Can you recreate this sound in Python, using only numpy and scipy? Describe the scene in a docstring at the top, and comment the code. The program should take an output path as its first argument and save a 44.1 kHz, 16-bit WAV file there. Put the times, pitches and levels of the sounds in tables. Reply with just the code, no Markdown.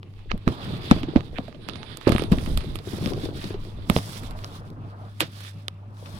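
"""A plastic box of small tools knocks dully and ticks as a hand-held recorder is moved over it, then into a hallway.
Blows swing hollow walls, contacts crack and ring short modes, and random bumps excite the box resonances.
The hand adds shaped noise: casing rumble, scuffing, fingers and cloth rubbing; gritty scrapes lead into
some contacts and one fingertip squeak slips by at a rising pitch.
An appliance hums near 100 Hz, twice the mains frequency, with a faint whine and soft air noise."""
import sys
import numpy as np
from scipy import signal
from scipy.fft import rfft, irfft, next_fast_len
from scipy.io import wavfile
from scipy.ndimage import uniform_filter1d, map_coordinates

SR = 44100
rng = np.random.default_rng(int(sys.argv[2]) if len(sys.argv) > 2 else 0)


def store_pcm(level_fs):
    """Save levels as 16-bit WAV."""
    pcm = np.round(np.clip(level_fs, -1, 1) * 32767).astype(np.int16)
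    wavfile.write(sys.argv[1], SR, np.atleast_2d(pcm).T)


def natural_amplitude(level_db):
    """Convert a level in decibels to a linear amplitude factor, elementwise."""
    exponent = np.asarray(level_db, float) / 20
    return 10 ** exponent


N = 272967  # length [samples]
LAG_S = 0.00032  # near sounds reach the left microphone this much later


def unit(x):
    """Scaled to rms 1."""
    return x / np.sqrt(np.mean(x ** 2) + 1e-20)


def along(points, hz):
    """(frequency [Hz], value) points read on a log frequency axis."""
    f, v = np.transpose(points)
    return np.interp(np.log(hz + 1), np.log(f + 1), v)


def curves(rows):
    """One value per sample for each column after the time."""
    s, *cols = np.transpose(rows)
    return [np.interp(np.arange(N) / SR, s, c) for c in cols]


def wobble(rate):
    """A smooth random curve, rate knots a second."""
    knots = rng.standard_normal(int(N * rate / SR) + 4)
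    return map_coordinates(knots, [np.arange(N) * rate / SR])


def filtered(x, response):
    """x shaped by a complex response of frequency."""
    m = next_fast_len(N + SR // 2)
    return irfft(rfft(x, m) * response(np.fft.rfftfreq(m, 1 / SR)), m)[..., :N]


def band(x, lo_hz, hi_hz):
    """Band-pass that also trims x to the scene's length."""
    sos = signal.butter(4, [lo_hz, hi_hz], "band", fs=SR, output="sos")
    return signal.sosfilt(sos, x[:, :N])


def swell(t, rise):
    """A smooth rise to 1 at t = rise and a longer fall."""
    return (t / rise) ** 2 * np.exp(2 - 2 * t / rise)


def held(start, length, db, rise, fall):
    """Gain of overlapping events that rise softly, hold for their length and die away; their powers add."""
    t = np.arange(0, N, 100) / SR
    on = (t - np.reshape(start, (-1, 1))) / rise
    off = np.maximum(t - np.reshape(start + length, (-1, 1)), 0) / fall
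    gain = natural_amplitude(np.reshape(db, (-1, 1))) * np.exp(-np.logaddexp(0, -on) - off)
    return np.interp(np.arange(N) / SR, t, np.sqrt((gain ** 2).sum(axis=0)))


def panned(pan_db):
    """Left and right gains for a left-over-right level difference."""
    return natural_amplitude(np.array([pan_db, -pan_db]) / 2)


def add(out, s, sound, pan_db, lag):
    """Places a stereo sound at time s, the left side later by lag."""
    for side, wave, gain, start in zip(out, sound, panned(pan_db), (s + lag, s)):
        side[max(round(start * SR), 0):][:len(wave)] += gain * wave


# how alike noise is on both sides: (frequency [Hz], left-right likeness [0 to 1])
LIKENESS = [(60, 0.75), (300, 0.89), (700, 1), (3000, 0.08), (12000, 0.23)]


def rush(spectrum, lumps_db, rate, lag=0, patchy_db=0):
    """Stereo noise of rms 1, lumpy at rate a second, in drifting colour patches, partly alike on both sides."""
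    z = signal.stft(rng.standard_normal((2, N)), nperseg=512)[2]
    field = rng.standard_normal(z.shape[1:])
    field = uniform_filter1d(uniform_filter1d(field, size=6, axis=0), size=9, axis=1)
    pair = signal.istft(z * natural_amplitude(patchy_db * unit(field)), nperseg=512)[1][:, :N]
    pair = pair * natural_amplitude(lumps_db * wobble(rate))

    def colour(hz):
        # the angle splits power between mid and side to set the likeness
        angle = np.arccos(np.clip(along(LIKENESS, hz), -1, 1)) / 2
        return natural_amplitude(along(spectrum, hz)) * [np.cos(angle), np.sin(angle)]

    mid, side = filtered(pair, colour)
    return unit(np.array([np.roll(mid + side, round(lag * SR)), mid - side]))


# how hard the hand moves the casing: (time [s], effort [dB], scuffing over effort [dB])
EFFORT = [(0, -49, -35), (.15, -52.5, -29), (.44, -49.5, -19), (.54, -39.5, -5), (.8, -34.5, -12),
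          (1.2, -39, -18), (1.6, -43.5, -26), (1.72, -39.5, -13.5), (2.0, -44, -14.5), (2.4, -35.5, -10.5),
          (2.7, -36.5, -18.5), (2.83, -43, -10), (3.1, -28.5, -19), (3.5, -41.5, -17), (3.8, -38.5, -16),
          (4.25, -37.5, -9), (4.85, -42, -9), (5.05, -45.5, -2.5), (5.15, -46.5, -14), (5.65, -52, -7),
          (5.9, -48.5, -9), (6.19, -42.5, -4.5)]
# slow shoves of the casing: (start [s], length [s], level [dB])
SHOVES = [(.17, 0.042, -40), (.31, 0.039, -29), (0.47, 0.064, -43), (.74, 0.052, -48), (0.954, 0.069, -30),
          (1.14, 0.048, -49), (1.3, .07, -37), (1.81, 0.16, -39.5), (2.066, 0.16, -33), (2.284, 0.09, -21),
          (2.45, 0.13, -21), (2.654, 0.12, -34.5), (3.084, 0.19, -34.5), (3.39, .06, -44),
          (3.55, 0.073, -31), (3.68, 0.16, -38.5), (3.896, 0.066, -42), (4.243, 0.16, -37.5)]
# colour of the casing's rumble: (frequency [Hz], relative level [dB])
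RUMBLE_COLOUR = [(8.8, -68), (15, -5.5), (32, -17.5), (43, -13.5), (120, -25.5), (160, -50), (260, -120)]


def rumbling():
    """The casing rumbles in low noise, steadily under the hand's effort and harder with each shove."""
    steady = natural_amplitude(curves(EFFORT)[0] - 9)
    shoves = held(*np.transpose(SHOVES), rise=0.027, fall=0.027)
    return np.hypot(steady, shoves) * rush(RUMBLE_COLOUR, lumps_db=3.5, rate=5.23)


# colour of the shaken body: (frequency [Hz], relative level [dB])
BODY_COLOUR = [(41, -39), (70, -3.5), (107, 5.5), (211, -2), (288, -6.5), (581, -22.5), (746, -31.5),
               (1200, -27.5), (1560, -54), (2640, -120)]
# colour of the scuffing: (frequency [Hz], relative level [dB])
SCUFF_COLOUR = [(260, -56), (450, -1), (520, -8), (571, -1.5), (1250, -4.5), (1800, -17), (2340, -31.5),
                (3960, -120)]


def shaking():
    """The grip shifts on the casing and each knock leaves the box shaking: dull body noise and scuffing."""
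    effort_db, scuff_db = curves(EFFORT)
    knock_s, knock_db = np.transpose(KNOCKS)[:2]
    # 0.68 dB of shaking for each dB of knock; falls by e in 28 ms
    shake = held(knock_s, 0, 0.68 * knock_db, rise=0.005, fall=0.028)
    body = np.hypot(natural_amplitude(effort_db), natural_amplitude(-16) * shake)
    body = body * rush(BODY_COLOUR, lumps_db=1.8, rate=45, patchy_db=2.2)
    scuff = np.hypot(natural_amplitude(effort_db + scuff_db), natural_amplitude(-30) * shake)
    scuff = scuff * rush(SCUFF_COLOUR, lumps_db=1.5, rate=90, lag=LAG_S, patchy_db=1.8)
    return body + scuff


# where the hand works, seen from the microphone pair: (time [s], left over right [dB])
HAND = [(0, 8), (.1, -14.5), (.9, -5.5), (1.2, -14.5), (1.7, -18.5), (2.3, -18.5), (2.8, -14), (3.1, -7.5),
        (3.5, -5), (3.75, -20), (4.05, -1.5), (4.3, -19.5), (4.45, -4), (5.2, -4.5), (5.7, -10.5),
        (6.19, 7.5)]
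# skin and cloth strokes: (start [s], length [s], relative rubbing [dB], relative sheen over rubbing [dB])
STROKES = [(0.15, 0.27, -69.5, -17), (0.472, 0.054, -50.5, -10.5), (0.572, 0.19, -46, -11.5),
           (0.808, 0.18, -44, -12), (1.003, 0.13, -54.5, -22.5), (1.11, 0.15, -58.5, -11),
           (1.347, 0.036, -54.5, -11), (1.435, 0.053, -59, -15), (1.625, 0.18, -57, -29.5),
           (1.875, 0.054, -48, -20), (2.042, 0.19, -50.5, -12.5), (2.314, 0.23, -55, -2.5),
           (2.52, 0.23, -56, -8), (2.856, 0.11, -51.5, -0.5), (3.012, 0.088, -45.5, -2.5),
           (3.167, 0.088, -45, -6.5), (3.353, 0.14, -46, -5.5), (3.589, .1, -58.5, -5.5),
           (3.785, 0.056, -57.5, -13), (3.934, 0.054, -44.5, 3.5), (4.021, 0.16, -50, 2.5),
           (4.226, 0.05, -57.5, -2), (4.387, 0.18, -56, -1), (4.625, 0.073, -67, -1.5),
           (4.854, 0.045, -62.5, -6.5), (4.987, 0.31, -64.5, -3), (5.205, 0.051, -51, -5),
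           (5.333, 0.15, -52, -2), (5.563, 0.058, -64.5, -3), (5.984, 0.088, -60, 3), (6.09, .12, -55.5, 0)]
# colour of the rubbing: (frequency [Hz], relative level [dB])
RUBBING_COLOUR = [(710, -8.5), (1200, -2.5), (2110, -3.5), (2850, -3.5), (3500, 3), (3950, -1), (4890, -5),
                  (6510, -48), (8000, -29.5), (10400, -36), (17600, -120)]
# colour of its bright sheen: (frequency [Hz], relative level [dB])
SHEEN_COLOUR = [(2940, -26.5), (5000, -6.5), (5460, -7), (6470, -13.5), (10400, -12.5), (12400, -17),
                (15200, -20), (16000, -8)]
# narrow hiss while skin slides on the casing: (start [s], length [s], level [dB])
WHISTLE = [(1.62, 0.33, -72), (2.1, 0.12, -57), (2.35, 0.26, -64.5)]
# colour of that hiss: (frequency [Hz], relative level [dB])
WHISTLE_COLOUR = [(7600, -40), (8600, -4), (9400, 0), (10200, -4), (11500, -40)]


def rubbing():
    """Skin and cloth slide on the casing: strokes of noise in three bands that share one stick and slip."""
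    def stroke(start, length, db):
        return held(start, length, db, rise=0.024, fall=0.033)

    start, length, rub_db, sheen_db = np.transpose(STROKES)
    # the resting levels remain because the skin never quite leaves the casing
    rub = np.hypot(natural_amplitude(-76), stroke(start, length, rub_db + 3.0))
    rub = rub * rush(RUBBING_COLOUR, lumps_db=2.0, rate=660, lag=LAG_S, patchy_db=1.5)
    sheen = np.hypot(natural_amplitude(-74.5), stroke(start, length, rub_db + sheen_db + 4.5))
    sheen = sheen * rush(SHEEN_COLOUR, lumps_db=1.5, rate=170, lag=LAG_S, patchy_db=1.0)
    whistle = stroke(*np.transpose(WHISTLE)) * rush(WHISTLE_COLOUR, lumps_db=1.5, rate=100, lag=LAG_S)
    stick_slip = natural_amplitude(1.5 * wobble(40))
    return stick_slip * panned(curves(HAND)[0]) * (rub + sheen + whistle)


# what the bumps ring in the box: (resonance [Hz], width [Hz], relative level [dB])
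HOLLOW = [(340, 70, 3), (455, 103, 0.5), (600, 88, -4), (810, 140, -11)]


def tumbling():
    """Loose tools bump the box at random and ring its resonances, harder when the hand works harder."""
    rate, spread_db = 120, 3  # bumps a second, scatter of their size
    left_s, fade_db_per_s = 3.72, 26  # the box is left behind from here on
    when, size, pan = rng.random((round(rate * N / SR), 3)).T
    bumps = np.zeros((2, N))
    bumps[:, (when * N).astype(int)] = natural_amplitude(-spread_db * np.log(size)) * np.array([pan, 1 - pan])

    def box(f):
        total = 0
        for k, (centre, width, db) in enumerate(HOLLOW):
            resonance = 1j * f * width / (centre * centre - f * f + 1j * f * width)
            total = total + (-1) ** k * natural_amplitude(db) * resonance  # neighbours in opposite phase
        return total / (1 + (f / 900) ** 2)

    fade_db = fade_db_per_s * np.maximum(np.arange(N) / SR - left_s, 0)
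    return natural_amplitude(curves(EFFORT)[0] - 8 - fade_db) * unit(filtered(bumps, box))


# hum, louder once clear of the box: (time [s], level [dB])
HUM = [(0, -43), (.45, -46), (.6, -73), (1.4, -46), (1.8, -87), (2.5, -54), (3.8, -41), (4.3, -40.5),
       (6.19, -40.5)]
# faint motor whine heard in the hallway: (time [s], level [dB])
WHINE = [(0, -80), (5.1, -74), (5.6, -62), (6.19, -62)]
# colour of the house air: (frequency [Hz], relative level [dB])
AIR_COLOUR = [(71, -16.5), (120, -6), (147, 8), (295, -14.5), (402, -16), (463, -34), (805, -13.5),
              (1120, -17), (1490, -25.5), (2640, -15.5), (16000, -70.5)]


def appliance():
    """A slightly unsteady hum and whine, each with its octave, over the soft air noise of the house."""
    phase = 2 * np.pi * np.cumsum(99.8 + 1.58 * wobble(7.6)) / SR
    hum = np.sin(phase) + natural_amplitude(-21.5) * np.sin(2 * phase)
    hum = np.sqrt(2) * natural_amplitude(curves(HUM)[0] + 0.42 * wobble(33)) * hum
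    turn = 2 * np.pi * np.cumsum(580 + 12 * wobble(40)) / SR
    whine = np.sin(turn) + natural_amplitude(-10) * np.sin(2 * turn)
    whine = natural_amplitude(curves(WHINE)[0] + 1.7 * wobble(23)) * whine
    return hum + whine + natural_amplitude(-57.5) * rush(AIR_COLOUR, lumps_db=4.0, rate=15)


# hard contacts: (time [s], relative level [dB], ring pitch [Hz], relative treble [dB], relative scatter [dB])
TICKS = [(0.0308, -29.5, 2300, -20, -22), (0.139, -46, 3100, -24, -29), (0.192, -44, 2480, -31, -8),
         (0.311, -24.5, 1970, -42, -9.5), (0.3164, -11, 2240, -58, -40), (0.3783, -37.5, 2800, -6, -23),
         (0.4785, -9, 1540, -23.5, -27), (0.4879, -24.5, 2270, -15, -10), (0.9126, -1.5, 1490, -16.5, -16),
         (1.033, -23, 2920, -21, -9.5), (1.1612, -16, 1670, -42, -13.5), (1.169, -25, 1960, -23, -19),
         (1.2078, -27, 1680, -40, -25), (1.283, -39, 1010, -27, -26), (1.385, -20.5, 2570, -33, -40),
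         (1.4822, -42, 2180, -11, -7.5), (1.5272, -39.5, 1810, -23, -18), (1.547, -44, 2610, -37, -3),
         (1.688, -22.5, 3260, -14, -11), (1.697, -26, 3500, -38, -30), (1.7355, -34, 3700, -29, -23),
         (1.7578, -28.5, 2380, -24, -8.5), (1.831, -29.5, 3280, -32, -11), (1.9721, -29.5, 3750, 1, -18),
         (2.0131, -34.5, 1890, -17, -4.5), (2.077, -17.5, 1740, -16.5, -6), (2.0936, -17.5, 1980, -6, -20),
         (2.1213, -14, 2140, -13.5, -10.5), (2.149, -24.5, 2060, -6, -17), (2.163, -18.5, 2100, -25, -26),
         (2.1825, -18, 1680, -15, -20), (2.196, -23.5, 2150, -31, -9), (2.222, -26.5, 2580, -11, -9),
         (2.238, -26.5, 4070, -10, -30), (2.3212, -23, 2710, -11.5, -3.5), (2.3279, -22.5, 1690, -18, -31),
         (2.3857, -26, 2280, -18, -11), (2.4621, -29.5, 1540, -9, -7), (2.5751, -16.5, 3020, -2.5, -16),
         (2.608, -31.5, 2360, -26, -4), (2.7572, -24, 2960, -3, -12), (2.7892, -26.5, 3470, -15, -16),
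         (3.0602, -17.5, 3800, -19, -27), (3.0739, -22.5, 3320, -8, -27), (3.1356, -21.5, 3620, -17, -30),
         (3.4427, -21, 4060, -19, -21), (3.5054, -34, 3440, -18, -1), (3.5426, -33, 1630, -34, -4),
         (3.6505, -34.5, 3410, -14, -14), (3.8992, -4, 2630, -6.5, -20.5), (3.9643, -8.5, 2600, -18, -18),
         (3.9872, -21, 2250, -8, -25), (4.236, -38.5, 2100, -5, -3), (4.31, -36.5, 3430, -2, -10.5),
         (4.3903, -31.5, 2300, -11, -19), (4.4395, -25.5, 1900, -32, -36), (4.4451, -17, 4830, -14, -41),
         (4.703, -38, 4400, -5, -28), (5.206, -4.5, 2860, -3.5, -14.5), (5.2128, -18.5, 3000, -10.5, 4),
         (5.407, -32.5, 1760, -5, -5), (5.45, -32.5, 1810, -17, -8), (5.6827, -13, 3400, -11, -38),
         (5.9707, -39, 1070, -26, -25), (6.06, -31, 2000, -21, -4.5)]
# low modes that every hard contact excites: (pitch [Hz], mean relative level [dB], t60 [s])
LID = [(670, -22, 0.011), (1250, -11, 0.016)]


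def ticks():
    """Parts scrape together, then a sharp contact cracks and rings short modes; loose parts scatter noise after."""
    ring, mellow, bright = np.zeros((3, 2, N + SR))
    t = np.arange(-SR // 50, SR // 8) / SR  # contact at 0
    after = np.maximum(t, 0)
    for s, db, hz, treble_db, scatter_db in TICKS:
        pan_db = np.interp(s, *np.transpose(HAND))
        shared, *own = rng.standard_normal((3, len(t)))
        noise = 0.18 * shared + 0.45 * np.array(own)
        approach = (t < 0) * natural_amplitude(scatter_db + 2.0 + 60 * t / 0.02)
        crack = swell(after, 0.00033) + approach
        onset = 1 - np.exp(-after / 0.00047)
        long_scatter = natural_amplitude(scatter_db - 60 * after / 0.12) * onset
        short_scatter = natural_amplitude(scatter_db - 60 * after / 0.046) * onset  # treble dies first
        tone = np.sin(2 * np.pi * hz * after) * swell(after, 0.00015)
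        for lid_hz, level_db, t60 in LID:
            decay = natural_amplitude(level_db + rng.normal(0, 1.54) - 60 * after / t60)
            tone = tone + decay * np.sin(2 * np.pi * lid_hz * after)
        start = s + t[0] - .0004
        add(ring, start, natural_amplitude(db) * np.array([tone, tone]), pan_db, LAG_S)
        add(mellow, start, natural_amplitude(db + 3.5) * noise * (crack + long_scatter), pan_db, LAG_S)
        add(bright, start, natural_amplitude(db + treble_db + 2.5) * noise * (crack + short_scatter), pan_db, LAG_S)
    return band(ring, 260, 5900) + band(mellow, 374, 4390) + band(bright, 6800, 13600)


# decay of the room: (frequency [Hz], t60 [s])
HALL = [(200, 0.38), (2000, 0.24), (10000, 0.34)]


def hall(x):
    """The room answers in noise, each frequency dying at its own speed."""
    hz, t, z = signal.stft(rng.standard_normal((2, SR // 2)), SR, nperseg=256)
    decay = natural_amplitude(-60 * t / along(HALL, hz)[:, None])
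    tail = signal.istft(z * decay, SR, nperseg=256)[1]
    late = np.pad(x, (300, 0))[None]  # the answer starts 300 samples late
    return signal.fftconvolve(late, tail / np.linalg.norm(tail[0]), axes=1)[:, :N]


# parts grating ever harder up to a contact: (end [s], length [s], peak level [dB])
SCRAPES = [(0.319, 0.028, -32), (0.479, 0.012, -34), (.91, 0.011, -35), (1.382, 0.048, -43),
           (1.7, 0.046, -50), (2.071, 0.026, -42), (3.956, 0.032, -44)]
# colour of the grating: (frequency [Hz], relative level [dB])
GRATE_COLOUR = [(500, -40), (1100, -14), (1700, 0), (2100, -5), (2600, -6), (3100, -9), (4200, -20),
                (7000, -60)]


def scrapes():
    """Parts grate against each other: gritty noise that swells towards a contact and stops there."""
    t = np.arange(N) / SR
    gain = np.zeros(N)
    for end, length, db in SCRAPES:
        gain += natural_amplitude(db) * np.clip(1 - (end - t) / length, 0, 1) * (t < end)
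    grit = rush(GRATE_COLOUR, lumps_db=5, rate=500, lag=LAG_S, patchy_db=3)
    return gain * panned(curves(HAND)[0]) * grit


# dull knocks on hollow plastic:
# (time [s], relative level [dB], pitch [Hz], relative rise [s], left over right [dB])
KNOCKS = [(0.315, -29.5, 287, 0.00049, -6), (0.342, -21, 207, 0.0034, -0.5), (0.476, -7, 200, 0.0013, -4),
          (0.488, -15.5, 193, 0.0016, -5), (0.501, -29, 258, 0.0014, -7), (0.738, -23, 230, 0.0019, -11),
          (0.916, 0.5, 230, 0.0021, 7), (0.965, -16.5, 211, 0.0013, -5), (1.02, -28.5, 239, 0.0007, 7),
          (1.037, -21.5, 287, 0.0039, -5), (1.087, -22.5, 320, 0.004, -1.5),
          (1.162, -4.5, 258, 0.0039, -5.5), (1.387, -24, 663, 0.00198, 1), (1.394, -19.5, 188, 0.0023, 4),
          (1.484, -34.5, 642, 0.0033, -6), (1.55, -43.5, 600, 0.0034, -5), (1.69, -29.5, 304, 0.0029, 1),
          (2.073, -1.5, 336, 0.0013, -5), (2.086, -16.5, 535, 0.0031, -8), (2.101, -6.5, 258, 0.0015, 3.5),
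          (2.124, -11, 252, 0.00088, -10), (2.152, -10, 248, 0.00075, 5.5), (2.198, -20, 290, 0.0016, 5),
          (2.222, -15, 383, 0.0013, -5), (2.244, -23, 277, 0.0026, 6), (2.322, -6.5, 193, 0.0048, 2.5),
          (2.334, -16, 285, 0.0027, 5), (2.38, -18.5, 254, 0.0028, 2), (2.477, -21.5, 216, 0.0026, 7),
          (2.579, -30, 210, 0.0036, -14), (2.875, -27, 374, 0.0035, 6), (2.936, -23.5, 268, 0.0017, 14),
          (2.985, -29.5, 453, 0.0017, 6), (3.027, -19.5, 267, 0.0013, 5), (3.064, -15, 209, 0.0029, 8),
          (3.109, -28, 242, 0.0013, 22), (3.122, -22, 343, 0.002, 9), (3.24, -27, 292, 0.0066, 5),
          (3.29, -22, 372, 0.0014, 7), (3.443, -28.5, 326, 0.0035, 5), (3.508, -22.5, 340, 0.0012, 6),
          (3.548, -27, 388, 0.0055, 2.5), (3.901, -7.5, 196, 0.0032, -4.5), (3.965, -7, 423, 0.00068, -2),
          (5.039, -42, 720, 0.0035, 3), (5.218, -24.5, 323, 0.0062, -2), (5.229, -30, 518, 0.00385, 0),
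          (6.027, -40.5, 520, 0.0027, 8)]
# band of the jostled contents: (edge frequency [Hz])
JOSTLE_BAND = [170, 640]


def knocks():
    """A soft blow swings the hollow wall; a higher mode and a slow shove differ by side, then contents jostle."""
    out, jostle = np.zeros((2, 2, N + SR))
    t = np.arange(SR // 8) / SR

    def mode(hz, rise):
        return np.sin(2 * np.pi * hz * t) * swell(t, rise)

    for s, db, hz, rise, pan_db in KNOCKS:
        rise = max(rise, .0005)
        wall = mode(hz, 1.15 * rise)
        # pitch ratios to the wall, drawn for each side
        upper, lower = rng.normal([[1.9], [.4]], [[.2], [.06]], (2, 2))
        sides = []
        for up, low in zip(upper, lower):
            higher = natural_amplitude(-9) * mode(hz * up, 0.36 * rise)
            shove = natural_amplitude(-11.0) * mode(hz * low, 2.57 * rise)
            sides.append(higher + shove)
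        add(out, s - 1.083 * rise, natural_amplitude(db + 1.5) * (wall + np.array(sides)), pan_db, 0)
        shared, *own = rng.standard_normal((3, len(t)))
        contents = swell(t, 0.0034 + 1.13 * rise) * (0.61 * shared + 0.15 * np.array(own))
        add(jostle, s, natural_amplitude(db + 2) * contents, pan_db, 0)
    return out[:, :N] + band(jostle, *JOSTLE_BAND)


# a fingertip dragged on plastic: (time [s], pitch [Hz], level [dB])
SQUEAK = [(1.76, 600, -70), (1.78, 680, -51), (1.81, 830, -47), (1.84, 890, -49), (1.855, 910, -70)]


def squeak():
    """A dragged fingertip sticks and slips at a rising, unsteady rate, with a weak third harmonic."""
    hz, db = curves([(0, 410, -120)] + SQUEAK + [(2, 930, -120)])
    phase = 2 * np.pi * np.cumsum(hz * (1 + .045 * wobble(200))) / SR
    tone = np.sin(phase) + natural_amplitude(-11) * np.sin(3 * phase)
    return natural_amplitude(db + 3 * wobble(80)) * tone * natural_amplitude([[-5], [3]])  # towards the right


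def scene():
    """Blows with a little room, handling noise, scrapes, tumbling tools, a squeak and the appliance."""
    handling = rumbling() + shaking() + rubbing()
    background = tumbling() + appliance()
    blows = ticks() + knocks()
    room = natural_amplitude(-32.0) * hall(blows.mean(axis=0))
    return handling + background + blows + room + scrapes() + squeak()


def low_pass(x):
    """Removes everything above the highest recorded frequency."""
    return signal.sosfilt(signal.butter(12, 17000, fs=SR, output="sos"), x)


def record(dry):
    """A steep band limit at 15.5 kHz, then clipping at full scale."""
    limited = filtered(dry, lambda hz: 1 / (1 + (hz / 15500) ** 40))
    mix = np.clip(limited, -1, 1)
    return low_pass(mix)


dry = scene()
out = record(dry)
store_pcm(out)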